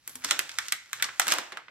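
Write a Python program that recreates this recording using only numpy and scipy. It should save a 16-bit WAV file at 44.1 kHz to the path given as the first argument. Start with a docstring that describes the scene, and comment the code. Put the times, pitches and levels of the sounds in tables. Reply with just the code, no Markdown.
"""In a small room, hands lay a thick plastic sheet on a table and smooth it flat, close by.
Creases buckle with sharp snaps that shiver through the sheet. Tiny wrinkles crackle under the hands,
and the sliding plastic hisses. The palms rub and bump the table, and leaning arms make it rumble.
The snaps and the crackle echo briefly in the room, over a faint hush."""
import sys
import numpy as np
from scipy import signal
from scipy.fft import rfft, irfft, next_fast_len
from scipy.io import wavfile
from scipy.ndimage import uniform_filter1d

SR = 44100
rng = np.random.default_rng(int(sys.argv[2]) if len(sys.argv) > 2 else 0)


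def int16_out(signal):
    """Quantize to a 16-bit WAV file."""
    q = np.round(np.clip(np.atleast_2d(signal).T, -1, 1) * 32767)
    wavfile.write(sys.argv[1], SR, q.astype(np.int16))


N = 74970

# Each crease snap; a facet is the patch of plastic that buckles. All levels are relative.
# start_s, decay_steps (of DECAY_STEP_S), pitch_hz, body_db, treble_db, top_db, thud_db
CREASE_SNAPS = [(0.0763, 1.1, 1540, -16.5, -13, -5, -12.5), (0.0943, 1.8, 1100, -26, -20.5, -14, -19.5),
                (0.1549, 1.6, 1040, -19, -12.5, -9, -11.5), (0.2208, 0.6, 1480, -21, -29, -33, -42),
                (0.239, 2, 1410, -11.5, -10, -26, -16), (0.2445, 1.9, 1080, -11, -0.5, -7, -8.5),
                (0.247, 1.6, 1210, -3.5, 3.5, -9, -1.5), (0.2888, 0.97, 1290, -13, -10, -24, -12),
                (0.3097, 0.67, 1350, 7.5, 12.5, -2, -2.5), (0.3922, 0.29, 1550, 2.5, 5, 2.5, -2),
                (0.4934, 0.68, 1600, -7.5, -7, -22, -36), (0.5163, 1, 1070, -20, -10, -30, -48),
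                (0.5865, 0.25, 1364, 5, 4.5, -6.5, -14), (0.6840, 0.4, 1520, -11.5, -2, -15, -23),
                (0.7227, 0.8, 1520, 4.5, 4, 2.5, -7.5), (0.9313, 0.4, 1280, -1.5, 0.5, -7.5, -42),
                (0.9968, 7, 1380, -7.5, -16.5, -32, -15), (1.0247, 0.3, 1350, 2.5, 6, 2, -13),
                (1.0252, 1.8, 1240, 5.5, -4.5, -3, -31), (1.0418, 3.6, 1000, -4, 4, -19, -8.5),
                (1.0862, 4.7, 1160, -6, -19, -38, -11), (1.1971, 0.78, 934, 8.5, 10.5, 7, -3.5),
                (1.2168, 3.7, 930, -0.5, 2, -18, -11.5), (1.2695, 0.19, 1110, -3, -4.5, -10, -1.5),
                (1.281, 0.58, 1310, 0.5, 2, 0.5, -15), (1.2862, 0.14, 1340, -2, 3, -22, -9),
                (1.3152, 1.2, 1260, -4.5, 4.5, -13, 2), (1.321, 1.7, 1370, 3, 11.5, 0, -1),
                (1.3383, 0.5, 1420, -3, -5, -0.5, -12), (1.3854, 0.19, 940, -1, 0, -7.5, 1.5),
                (1.5211, 3.7, 1320, -7.5, -15, -27, -7.5), (1.5722, 0.57, 1050, -3.5, -14.5, -25.5, -32),
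                (1.6823, 1.05, 1260, -13.5, -30.5, -75, -17)]
# Where a snap's body, treble and top lie: pitch_hz
SNAP_BANDS = [2200, 5500, 12000]
# Peaks (+) and hollows (-) in the tone of the widest facets: start_s, pitch_hz, level_db
FACET_RESONANCES = [(0.3095, 1700, 1.5), (0.3095, 2200, -2), (0.3095, 3280, 4.5), (0.3095, 4750, -6.5),
                    (0.3918, 2600, 6), (0.5865, 2770, -6.5), (0.5865, 4240, -6.5), (0.7223, 1640, 3),
                    (0.7223, 2080, 5), (0.9309, 4720, -14), (1.1969, 780, 4.5), (1.1969, 1100, -3.5),
                    (1.1969, 1420, 5.5), (1.1969, 4650, -9.5), (1.3213, 2680, 8)]
# Tone of the sheet, its shiver, and the table's thud under a snap: pitch_hz, level_db
SHEET_TONE = [(1000, -1), (1450, 3.5), (2050, 4), (2700, 0), (3500, 2), (4800, -1), (6500, 0.5), (8200, 6),
              (10000, 4), (12500, 1), (14500, -4), (15700, -16), (17000, -30)]
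SHIVER_TONE = [(300, 4.5), (1500, -3), (4000, -2), (8000, -4), (14000, -74)]
THUD_TONE = [(30, -62), (150, -14.5), (300, -8.5), (500, -5), (750, -5.5), (1100, -2), (2000, -57),
             (6000, -78)]
# How long the sheet and the room take to fade by 60 dB: pitch_hz, fade_s
SHIVER_FADE = [(300, 0.15), (1500, 0.064), (4000, 0.066), (12000, 0.0037)]
ROOM_FADE = [(200, 0.2), (700, 0.16), (2000, 0.4), (6000, 0.35), (13000, 0.12)]
# Tone given to the echo and crackle, with a treble dip applied near 9.7 kHz: pitch_hz, level_db
ECHO_TONE = [(150, 6), (500, 1), (1000, -3), (2000, -7), (4000, -7), (8300, -9.5), (9700, -18),
             (12500, -2.5), (15500, -58)]
CRACKLE_TONE = [(100, -33), (600, -9.5), (1400, 5), (3500, 2), (8000, 2), (9700, -7.5), (13000, -7.5),
                (16000, -50)]
# Stereo width given to the echo and shiver, with the top treble narrowed toward the centre:
# pitch_hz, centring (0 is wide, 1 is centred)
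STEREO_CENTRING = [(200, 0.65), (1200, 0.64), (2500, 0.34), (6000, 0.057), (10000, 0.76)]
# Loudness of the wrinkles, sliding plastic, palms and leaning arms: time_s, level_db
CRACKLE_LOUDNESS = [(0, -79), (.08, -54.5), (.22, -58.5), (.25, -46), (.30, -37), (.32, -29), (.34, -44.5),
                    (.5, -52), (.66, -44.5), (.76, -57.5), (.88, -60), (.98, -47), (1.07, -58),
                    (1.16, -53.5), (1.27, -43), (1.305, -27.5), (1.36, -50), (1.45, -52.5), (1.7, -81)]
SWISH_LOUDNESS = [(.06, -80), (.085, -55), (.18, -59), (.25, -69), (.4, -66.5), (1.17, -86), (1.2, -62),
                  (1.33, -53), (1.41, -93.5)]
RUB_LOUDNESS = [(0, -98), (.08, -81), (.21, -60), (.255, -60.5), (.33, -42.5), (.42, -50), (.62, -64.5),
                (.85, -77), (1.03, -56.5), (1.17, -61.5), (1.25, -48), (1.325, -32), (1.42, -41.5),
                (1.5, -53), (1.58, -49), (1.66, -64.5)]
RUMBLE_LOUDNESS = [(.02, -81), (.08, -65), (.3, -65), (.72, -71.5), (.87, -84), (.95, -65), (1.4, -72.5),
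                   (1.6, -96)]
# Tone given to the swish, rub, rumble and hush: pitch_hz, level_db
SWISH_TONE = [(6000, -26), (11000, 21), (14000, 3), (16000, 0)]
RUB_TONE = [(25, -28), (65, -11), (120, -19), (190, -22), (290, 4.5), (420, -1), (650, 5), (1300, 6),
            (3000, 1.5), (9000, -32)]
RUMBLE_TONE = [(25, -20), (60, -7.5), (115, 2), (300, -23)]
HUSH_TONE = [(25, -20), (120, -10), (600, -23), (5000, -16.5), (15000, -41)]
# Soft bumps that set the table humming: start_s, pitch_hz, level_db
TABLE_BUMPS = [(0.152, 252.6, -50.5), (0.244, 281.3, -47)]
# How much louder the left side is than the right: pitch_hz, difference_db
BALANCE = [(100, -1.5), (500, -2.5), (1100, -3), (2200, -1), (4500, -0.5), (8000, -2), (12000, 1.5)]

SNAP_GAIN_DB, SNAP_RISE_S, DECAY_STEP_S = -0.5, 0.000086, 0.0014
FACET_Q, RESONANCE_OCTAVES = 1.394, 0.16  # a higher Q rings longer
BEND_S = 0.0003  # sets how far low pitches trail high ones in the sheet
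LEAD_S = 0.002  # silence that leaves room for a snap's rise
WRINKLES_PER_S, WRINKLE_SPREAD_DB = 2400, 2.5
BUMP_RISE_S, BUMP_FADE_S = 0.0022, 0.3
SNAP_WIDTH, LEFT_LAG_S, LAG_SPREAD_S = 0.32, 5.3e-5, 0.6e-5
ROOM_DELAY_S, HUSH_DB, TOP_HZ = 0.003, -69, 16200


def creases():
    """Creases snap one by one; each sets the sheet shivering and echoes in the room."""
    out = np.zeros((2, N))
    for start_s, decay_steps, pitch_hz, *band_db, thud_db in CREASE_SNAPS:
        click = snap(start_s, decay_steps * DECAY_STEP_S, pitch_hz, band_db, thud_db)
        for part in (click, sheet_shiver(click), room_echo(click)):
            mix_in(out, part, start_s - LEAD_S)
    return out


def snap(start_s, decay_s, pitch_hz, band_db, thud_db, size=2048):
    """A crease buckles: a short burst rings its facet for a few cycles, and the table thuds below."""
    t, hz = np.arange(size) / SR, np.fft.rfftfreq(size, 1 / SR)
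    burst = rfft(rng.standard_normal((2, size)) * (1 - np.exp(-t / SNAP_RISE_S)) * np.exp(-t / decay_s))
    lag_s = LEFT_LAG_S + LAG_SPREAD_S * rng.standard_normal()
    pair = left_right(burst[0], SNAP_WIDTH * burst[1], hz, lag_s)
    power = np.abs(uniform_filter1d(np.abs(pair) ** 2, size=22, axis=1))
    pair /= np.sqrt(power + 1e-12)  # even out the burst's tone
    ratio = hz / pitch_hz
    facet = np.abs(ratio ** 2 / (1 - ratio ** 2 + 1j * ratio / FACET_Q))
    facet *= ratio ** 2 / np.hypot(0.5, ratio ** 2)  # take away more bass
    facet *= gain(at_pitch(np.c_[SNAP_BANDS, band_db], hz) + at_pitch(SHEET_TONE, hz))
    thud = gain(thud_db + at_pitch(THUD_TONE, hz))
    tone = np.hypot(facet, thud) * gain(facet_resonances(start_s, hz))
    # Bending waves carry high pitches faster than low ones.
    bend = np.exp(-4j * np.pi * BEND_S * np.sqrt(1e3 * hz)) * np.exp(1j * np.pi * hz * BEND_S / 2)
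    lead = np.exp(-2j * np.pi * hz * LEAD_S)
    return irfft(pair * ring_after_hit(tone) * bend * lead)[:, :size // 2] * gain(SNAP_GAIN_DB)


def facet_resonances(start_s, hz):
    """A wide facet rings in its own way: its peaks and hollows, in dB."""
    return sum(db * np.exp(-(np.log2((hz + 1) / pitch_hz) / RESONANCE_OCTAVES) ** 2)
               for when_s, pitch_hz, db in FACET_RESONANCES if abs(when_s - start_s) < 2 * LEAD_S)


def sheet_shiver(click):
    """The whole sheet rings briefly after a snap."""
    return signal.fftconvolve(click[1:], ring_out(SHIVER_FADE, SHIVER_TONE), axes=1)


def crackle():
    """Countless tiny wrinkles give way under the moving hands, and the room echoes them."""
    ticks = (rng.random(N) < WRINKLES_PER_S / SR) * rng.standard_normal((2, N))
    ticks *= gain(WRINKLE_SPREAD_DB * np.clip(rng.standard_normal(N), -2, 2))
    sound = stereo(ticks, CRACKLE_TONE, width=0.47) * loudness(CRACKLE_LOUDNESS)
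    return sound + room_echo(sound)[:, :N]


def swish():
    """The plastic slides, and its many tiny points of contact hiss."""
    return noise(SWISH_TONE, width=1.0) * loudness(SWISH_LOUDNESS)


def palms():
    """The hands rub dully through the sheet, and their soft bumps make the table hum."""
    out = noise(RUB_TONE, width=0.63) * loudness(RUB_LOUDNESS)
    t = np.arange(SR // 2) / SR
    for start_s, pitch_hz, db in TABLE_BUMPS:
        envelope = gain(db - 60 * t / BUMP_FADE_S) * (1 - np.exp(-t / BUMP_RISE_S))
        hum = envelope * np.sin(2 * np.pi * pitch_hz * t)
        mix_in(out, hum[None], start_s)
    return out


def table_rumble():
    """The table rumbles under the weight of the arms."""
    return noise(RUMBLE_TONE, width=0.34) * loudness(RUMBLE_LOUDNESS)


def room_echo(sound):
    """The room sends a sound back a moment later; the right channel feeds the echo on both sides."""
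    echo = np.pad(ring_out(ROOM_FADE, ECHO_TONE), ((0, 0), (int(ROOM_DELAY_S * SR), 0)))
    return signal.fftconvolve(sound[1:], echo, axes=1)


def room_hush():
    """A faint, steady noise fills the room."""
    return gain(HUSH_DB) * noise(HUSH_TONE, width=0.43)


def ring_out(fade_table, tone):
    """Half a second of stereo noise in which each pitch dies away at its own speed."""
    hz, t, spectra = signal.stft(rng.standard_normal((2, SR // 2)), SR, nperseg=128)
    hz = hz[:, None]
    fade_s = at_pitch(fade_table, hz)
    spectra *= gain(at_pitch(tone, hz) - 60 * t / fade_s)
    spectra *= np.sqrt(2 * np.log(1000) / (fade_s * SR))  # same energy for long and short fades
    angle = np.arccos(at_pitch(STEREO_CENTRING, hz)) / 2
    pair = left_right(spectra[0] * np.cos(angle), spectra[1] * np.sin(angle), hz, LEFT_LAG_S)
    return signal.istft(pair, SR, nperseg=128)[1][:, :SR // 2]


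def ring_after_hit(tone):
    """A filter with this tone that rings only after a hit, never before (minimum phase)."""
    cepstrum = irfft(np.log(np.maximum(tone, 1e-6)))
    half = len(cepstrum) // 2
    cepstrum[1:half] *= 2
    cepstrum[half + 1:] = 0
    return np.exp(rfft(cepstrum))


def noise(tone, width):
    """Steady stereo noise with this tone."""
    return stereo(rng.standard_normal((2, N)), tone, width)


def stereo(pair, tone, width):
    """Blend two unrelated signals into one stereo sound with this tone and an average power of 1."""
    middle, side = rfft(pair)
    hz = np.fft.rfftfreq(N, 1 / SR)
    sound = irfft(left_right(middle, width * side, hz, LEFT_LAG_S) * gain(at_pitch(tone, hz)), N)
    return sound / np.sqrt(np.mean(sound ** 2) + 1e-20)


def left_right(middle, side, hz, lag_s):
    """Left and right spectra; the sound reaches the left a little later."""
    half_delay = np.exp(-1j * np.pi * hz * lag_s)
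    return np.array([(middle + side) * half_delay, (middle - side) / half_delay])


def gain(db):
    """Turn decibels into a number to multiply by."""
    return 10 ** (np.asarray(db) / 20)


def at_pitch(table, hz):
    """Read between a table's rows, on a scale of octaves."""
    pitches, values = np.transpose(table)
    return np.interp(np.log(hz + 1), np.log(pitches), values)


def loudness(table):
    """Turn rows of time_s, level_db into a gain for every sample."""
    return gain(np.interp(np.arange(N) / SR, *np.transpose(table)))


def filtered(sound, gain_at):
    """Turn each pitch up or down by gain_at(hz)."""
    size = next_fast_len(N + SR // 2)
    return irfft(rfft(sound, size) * gain_at(np.fft.rfftfreq(size, 1 / SR)), size)[..., :N]


def mix_in(out, sound, start_s):
    """Add a sound to the mix at its start time."""
    first = max(round(start_s * SR), 0)
    out[:, first:first + sound.shape[1]] += sound[:, :N - first]


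def scene():
    """Sheet, hands and table, a little to the right, over the room's hush."""
    hush = room_hush()
    sound = creases() + crackle() + swish() + palms() + table_rumble() + hush
    return filtered(sound, lambda hz: gain(np.outer([0.5, -0.5], at_pitch(BALANCE, hz))))


def record(dry):
    """Cut away the very highest treble, above TOP_HZ."""
    return filtered(dry, lambda hz: 1 / np.sqrt(1 + (hz / TOP_HZ) ** 120))


dry = scene()
out = record(dry)
int16_out(out)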